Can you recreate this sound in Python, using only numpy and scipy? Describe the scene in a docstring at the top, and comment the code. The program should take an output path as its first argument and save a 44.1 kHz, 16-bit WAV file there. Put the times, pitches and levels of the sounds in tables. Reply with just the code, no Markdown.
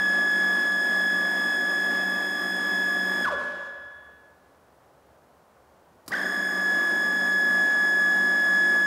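"""A small water pump whines high and steady over the rush of its water, in a ventilated machine hall.
The whine is the tone of the rotor's passing teeth. Switched off, the pump brakes in about a tenth
of a second with a groan and a rattle, water runs out softly and the hall rings on. A relay clicks,
the rotor jumps back to speed, swings about that speed a few times and settles."""
import sys
import numpy as np
from scipy import signal
from scipy.fft import rfft, irfft, next_fast_len
from scipy.io import wavfile

SR = 44100
rng = np.random.default_rng(int(sys.argv[2]) if len(sys.argv) > 2 else 0)


def dump_mix(stems):
    """Bounce the given channels to the path in sys.argv[1] as a 16-bit WAV at rate SR."""
    frames = np.atleast_2d(stems).T  # one column per channel
    limited = np.clip(frames, -1, 1)  # hard clip at full scale
    pcm = np.round(limited * 32767).astype(np.int16)
    wavfile.write(sys.argv[1], SR, pcm)


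N = 390726

SHAFT_HZ, TEETH = 47.125, 36
OFF_S, ON_S, FULL_SPEED_S = 3.243, 6.085, 6.121


def shaft_speed(brake_s=.08, swing=0.1642, swing_hz=31.1, settle_s=0.067):
    """Share of full speed: steady, braked, restarted with a dying swing about the mains-locked speed."""
    t = clock()
    braked = np.exp(-np.maximum(t - OFF_S, 0) / brake_s)
    since = np.maximum(t - FULL_SPEED_S, 0)
    hunting = swing * np.exp(-since / settle_s) * np.sin(2 * np.pi * swing_hz * since)
    return np.where(t < ON_S, braked, run_up() + hunting)


def run_up():
    """Linear ramp from power-on to full speed."""
    return np.clip((clock() - ON_S) / (FULL_SPEED_S - ON_S), 0, 1)


# Whine before the stop and after the restart. Each row: time in seconds, level in dB.
WHINE_FIRST_RUN = [(0.03, -21.5), (0.37, -22.5), (0.6, -23.5), (0.68, -23), (1.36, -26.5), (1.87, -25),
                   (2.42, -29.5), (2.79, -24.5), (3.22, -28)]
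WHINE_SECOND_RUN = [(6.3, -29), (6.36, -26.5), (6.55, -28.5), (6.66, -23), (7.25, -24.5), (7.35, -22),
                    (8.03, -21), (8.82, -21.5)]


def whine(angle, speed, lock_width=0.08):
    """Tone of the passing teeth, clear only near full speed."""
    times_s, levels_db = np.vstack([WHINE_FIRST_RUN, WHINE_SECOND_RUN]).T
    level = from_db(np.interp(clock(), times_s, levels_db))
    return np.sqrt(2) * level * np.sin(TEETH * angle) / (1 + ((speed - 1) / lock_width) ** 2)


# Each row: multiple of the whine, five levels in dB at -2 to +2 shaft rates, change on restart in dB.
WHINE_OVERTONES = [(2, -60.5, -56.5, -42.5, -54.5, -71, -3), (3, -59.5, -59.5, -44, -57, -59.5, -1.5),
                   (4, -63.5, -65.5, -57, -58, -73, 1.5), (5, -61, -63, -73, -58, -58.5, -0.5),
                   (6, -83, -68, -79.5, -69.5, -65, 0), (7, -82, -62, -71, -64, -67, 1),
                   (8, -105, -66.5, -69, -65, -71, -1.5)]


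def overtones(angle, speed, flutter=0.17, lock_width=0.081, size=8192):
    """The rotor speeds up and slows within each turn, giving every overtone sidebands."""
    turn = np.arange(size) * 2 * np.pi / size
    sidebands = np.arange(-2, 3)
    out = 0
    for multiple, *levels_db, restart_db in WHINE_OVERTONES:
        # a pitch wobble inverts the first lower sideband
        phases = sidebands * rng.uniform(0, 2 * np.pi) + np.pi * (sidebands == -1)
        phases += rng.standard_normal(len(sidebands))
        partials = np.sin(np.outer(multiple * TEETH + sidebands, turn) + phases[:, None])
        one_turn = from_db(levels_db) @ partials
        level = np.where(clock() > ON_S, from_db(restart_db), 1) * (1 + flutter * drift(70))
        out += level * np.interp(angle % (2 * np.pi), turn, one_turn)
    return np.sqrt(2) * out / (1 + ((speed - 1) / lock_width) ** 2)


# Each row: multiple of the shaft rate, level in dB.
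SHAFT_HARMONICS = [(4, -46), (8, -52), (12, -49.5), (15, -51), (23, -54.5), (25, -50), (32, -55.5),
                   (33, -68), (34, -55.5), (35, -46), (37, -44), (39, -47), (40, -57.5), (41, -64),
                   (132, -68), (150, -75.5), (156, -70)]


def shaft_hum(angle, waver=0.086):
    """Shaft tones shaken by the flow; those beside the whine make it throb once a turn."""
    return np.sqrt(2) * sum(from_db(db) * (1 + waver * drift(12)) * np.sin(multiple * angle)
                            for multiple, db in SHAFT_HARMONICS)


# Each row: centre in Hz, width in Hz, gain in dB.
HOUSING_MODES = [(571, 42, 8.5), (1078, 170, 2.5), (1470, 107, 1), (1870, 67, -2)]
# Braking and starting. Each row: start in seconds, tooth force in dB, rattle in dB, decay in seconds.
TORQUE_JOLTS = [(3.245, -22, -41.5, 0.076), (6.118, -22, -39, 0.055)]
JOLT_RISE_S = 0.0021


def groan(angle, bite):
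    """Each jolt presses the teeth together; their gliding tone rings the housing modes it crosses."""
    force = sum(from_db(db) * gate(s, 0, JOLT_RISE_S, fall_s) for s, db, _, fall_s in TORQUE_JOLTS)
    teeth = np.sqrt(2) * bite * force * np.sin(TEETH * angle)
    return sum(from_db(db) * resonance(teeth, hz, width_hz) for hz, width_hz, db in HOUSING_MODES)


# Each row: frequency in Hz, relative density in dB.
RATTLE_WASH_SPECTRUM = [(100, -7), (600, 9.5), (1600, -1), (2600, 1), (4000, -4.5), (7000, -10),
                        (12000, -21), (15500, -32)]


def rattle_and_wash(angle, knock=0.49, wash_s=0.43, wash_db=-54):
    """Loose teeth clatter once a turn after each jolt; a soft wash of water runs out after the stop."""
    jolts = sum(from_db(db) * gate(s, 0, JOLT_RISE_S, fall_s) for s, _, db, fall_s in TORQUE_JOLTS)
    wash = from_db(wash_db) * gate(OFF_S, wash_s, JOLT_RISE_S, fall_s=.03)
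    return (jolts + wash) * (1 + knock * np.sin(angle)) * unit_rms(noise(RATTLE_WASH_SPECTRUM))


# Each row: frequency in Hz, level in dB.
MOTOR_TONES = [(300, -47.5), (1174, -48.5)]


def motor_drive():
    """Electrical tones, on while powered; the upper one beats against a shaft tone."""
    t = clock()
    powered = (t < OFF_S) + run_up()
    return np.sqrt(2) * powered * sum(from_db(db) * np.sin(2 * np.pi * hz * t) for hz, db in MOTOR_TONES)


# Each row: frequency in Hz, density in dB per Hz.
WATER_SPECTRUM = [(30, -102.5), (70, -86.5), (155, -86.5), (190, -70.5), (380, -71), (470, -73),
                  (680, -66.5), (1250, -77), (1650, -70), (2700, -89), (5500, -92), (8000, -100),
                  (12500, -103), (15500, -109)]
# Each row: centre in Hz, width in Hz, lift in dB.
CASING_MODES = [(185.3, 11, 10), (242, 10.6, 11.5), (351.4, 23.5, 7.5), (1120, 58, 5), (2170, 110, 2)]


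def water(speed, angle, throb=0.078, surge_db=1.4):
    """Water rushing through the pump stirs the casing, follows the speed and throbs once a turn."""
    rush = noise(WATER_SPECTRUM, CASING_MODES)
    return rush * speed ** 2 * (1 + throb * np.sin(angle)) * from_db(surge_db * drift(14))


# Each row: centre in Hz, width in Hz, level in dB.
FLOW_WHISTLES = [(2575, 58, -61.5), (3339, 154, -51)]


def whistles():
    """Hoarse flow whistles before the stop; the upper one beats against the whine's first overtone."""
    bands = sum(from_db(db) * narrow_noise(hz, width_hz) for hz, width_hz, db in FLOW_WHISTLES)
    return (clock() < OFF_S) * bands


# Switch, relay and valve. Each row: start in seconds, level in dB.
CONTACT_CLICKS = [(3.249, -48), (3.288, -52), (6.062, -55), (6.079, -33.5)]
# Each row: frequency in Hz, relative density in dB.
CLICK_SPECTRUM = [(60, -10), (230, 11), (600, -2), (1200, 0.5), (3300, -13), (4800, 1.5), (6300, -7),
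                  (8500, -2.5), (15000, -8)]


def clicks(chatter_s=0.012):
    """Each contact chatters for a few milliseconds: a dry snap."""
    t = clock()
    force = sum(from_db(db) * (t >= s) * np.exp(-abs(t - s) / chatter_s) for s, db in CONTACT_CLICKS)
    return force * unit_rms(noise(CLICK_SPECTRUM))


# Each row: start in seconds, relative level in dB.
PUMP_TICKS = [(0.4399, -53), (0.7203, -43), (1.0061, -46), (7.3233, -43)]


def ticks(gain_db=-3.0):
    """Faint, thin ticks in the running pump."""
    force = sum(from_db(db + gain_db) * gate(s, 0, rise_s=.0005, fall_s=.006) for s, db in PUMP_TICKS)
    return force * narrow_noise(hz=4200, width_hz=900)


# Each row: start in seconds, length in seconds, level in dB.
HUM_SWELLS = [(3.278, 0.082, -53), (3.72, .52, -71.5)]


def low_hum(hz=69):
    """A soft hum swells as the rotor stops, and again half a second later."""
    level = sum(from_db(db) * gate(s, length_s, rise_s=.03, fall_s=.035) for s, length_s, db in HUM_SWELLS)
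    return np.sqrt(2) * level * np.sin(2 * np.pi * hz * clock())


# Each row: frequency in Hz, reverberation time in seconds.
HALL_T60 = [(100, 1.36), (300, 1.05), (520, 1.82), (1000, 1.75), (1700, 1.91), (3400, 1.64), (6000, 1.2),
            (14000, 1.8)]
# Each row: frequency in Hz, phase lag in radians.
STANDING_WAVE_LAG = [(190, .15), (560, .6), (1150, 0.27), (1700, 0.79), (3400, .4), (5000, 0.26),
                     (9000, .1)]


def hall(x, wet_db=-0.97, standing_db=1.32, build_s=0.0089, absorb_hz=6500, size=66000):
    """A diffuse tail, weaker in the treble; standing waves lift and delay the strong steady tones."""
    t, hz = np.arange(size) / SR, np.fft.rfftfreq(size, 1 / SR)
    decay = lambda f: np.exp(-np.log(1000) * t / at_hz(HALL_T60, f))
    build = 1 - np.exp(-t / build_s)
    edges_hz = [0, 250, 700, 1300, 2400, 4200, 6000, 9000, 16000]
    diffuse = rfft(rng.standard_normal(size)) / (1 + (hz / absorb_hz) ** 2)
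    tail = sum(irfft(diffuse * (hz >= low) * (hz < high), size) * decay((low + high) / 2)
               for low, high in zip(edges_hz, edges_hz[1:]))
    tail *= from_db(wet_db) * build / np.linalg.norm(build * decay(TEETH * SHAFT_HZ))
    overtone_multiples = [TEETH * k + side for k, *_ in WHINE_OVERTONES for side in (-1, 1, 0)]
    multiples = [k for k, _ in SHAFT_HARMONICS] + overtone_multiples + [TEETH]
    for f in [f for f, _ in MOTOR_TONES] + [k * SHAFT_HZ for k in multiples]:
        # set the tail's response at this tone to that of its standing wave
        wave, shape = np.exp(2j * np.pi * f * t), build * decay(f)
        standing = from_db(standing_db) * np.exp(-1j * at_hz(STANDING_WAVE_LAG, f)) - 1
        tail += 2 * np.real((standing - np.vdot(wave, tail)) * wave) * shape / shape.sum()
    # the pump has long been running, so the hall starts full of its sound
    whole_turns = round(size * SHAFT_HZ / SR)
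    lead_in = x[:round(whole_turns * SR / SHAFT_HZ)]
    echo = signal.fftconvolve(np.r_[lead_in, x], tail)[len(lead_in):len(lead_in) + N]
    return (x + echo) / from_db(standing_db)


# Each row: frequency in Hz, relative density in dB.
VENTILATION_SPECTRUM = [(25, -28), (50, -20), (68, 1), (100, -8.5), (136, -6.5), (175, -8), (340, -8.5),
                        (580, -3), (900, -7), (1500, -13.5), (2300, -23.5), (3500, -27.5), (7000, -31),
                        (15500, -34)]


def ventilation(level_db=-58):
    """Steady air noise of the hall."""
    return from_db(level_db) * unit_rms(noise(VENTILATION_SPECTRUM))


def from_db(db):
    """Decibels to gain."""
    return 10 ** (np.asarray(db) / 20)


def clock():
    """Sample times in seconds."""
    return np.arange(N) / SR


def unit_rms(x):
    """Scale to an RMS of 1."""
    return x / x.std()


def at_hz(table, hz):
    """Read a table on a log-frequency axis."""
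    table_hz, values = np.array(table).T
    return np.interp(np.log(hz + 1e-9), np.log(table_hz), values)


def gate(start_s, length_s, rise_s, fall_s):
    """An envelope that rises, holds and dies away."""
    since = np.maximum(clock() - start_s, 0)
    return (1 - np.exp(-since / rise_s)) * np.exp(-np.maximum(since - length_s, 0) / fall_s)


def drift(rate_hz, knots=6000):
    """Random wander between knots of spread 1."""
    return np.interp(clock() * rate_hz, np.arange(knots), rng.standard_normal(knots))


def noise(spectrum, modes=()):
    """Noise with a given density, lifted at its modes."""
    size = next_fast_len(N, True)
    hz = np.fft.rfftfreq(size, 1 / SR)
    gain = from_db(at_hz(spectrum, hz))
    for centre_hz, width_hz, db in modes:
        gain *= 1 + (from_db(db) - 1) / (1 + (2 * (hz - centre_hz) / width_hz) ** 2)
    return irfft(rfft(rng.standard_normal(size)) * gain, size)[:N] * np.sqrt(SR / 2)


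def resonance(x, hz, width_hz):
    """Two-pole resonator, peak gain 1."""
    radius = np.exp(-np.pi * width_hz / SR)
    gain = (1 - radius ** 2) / 2
    feedback = [1, -2 * radius * np.cos(2 * np.pi * hz / SR), radius ** 2]
    return signal.lfilter([gain, 0, -gain], feedback, x + 1e-18)


def narrow_noise(hz, width_hz):
    """Noise twice through one resonator, RMS 1."""
    once = resonance(rng.standard_normal(N), hz, width_hz)
    return unit_rms(resonance(once, hz, width_hz))


def scene(jostle_rad=0.0032, judder_rad=0.015, shudder_db=2.5):
    """The pump and its switches in the hall, over the ventilation."""
    speed = shaft_speed()
    slip = np.minimum(10 * abs(speed - 1), 1)
    angle = 2 * np.pi * SHAFT_HZ * np.cumsum(speed) / SR
    # the load jostles the rotor; off its locked speed it judders in pitch and strength
    angle += jostle_rad * drift(8) + judder_rad * slip * drift(450)
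    bite = np.minimum(speed * 10, 1) * from_db(shudder_db * slip * drift(300))
    teeth = bite * whine(angle, speed) + groan(angle, bite) + overtones(angle, speed)
    pump = teeth + speed ** 2 * shaft_hum(angle) + rattle_and_wash(angle) + motor_drive() + ticks()
    flow = water(speed, angle) + whistles()
    background = low_hum() + ventilation()
    return (hall(pump + flow + clicks()) + background)[None]


def record(dry):
    """Steep low-pass at 15.7 kHz."""
    return signal.sosfilt(signal.ellip(12, .1, 80, 15700, fs=SR, output="sos"), dry)


dry = scene()
out = record(dry)
dump_mix(out)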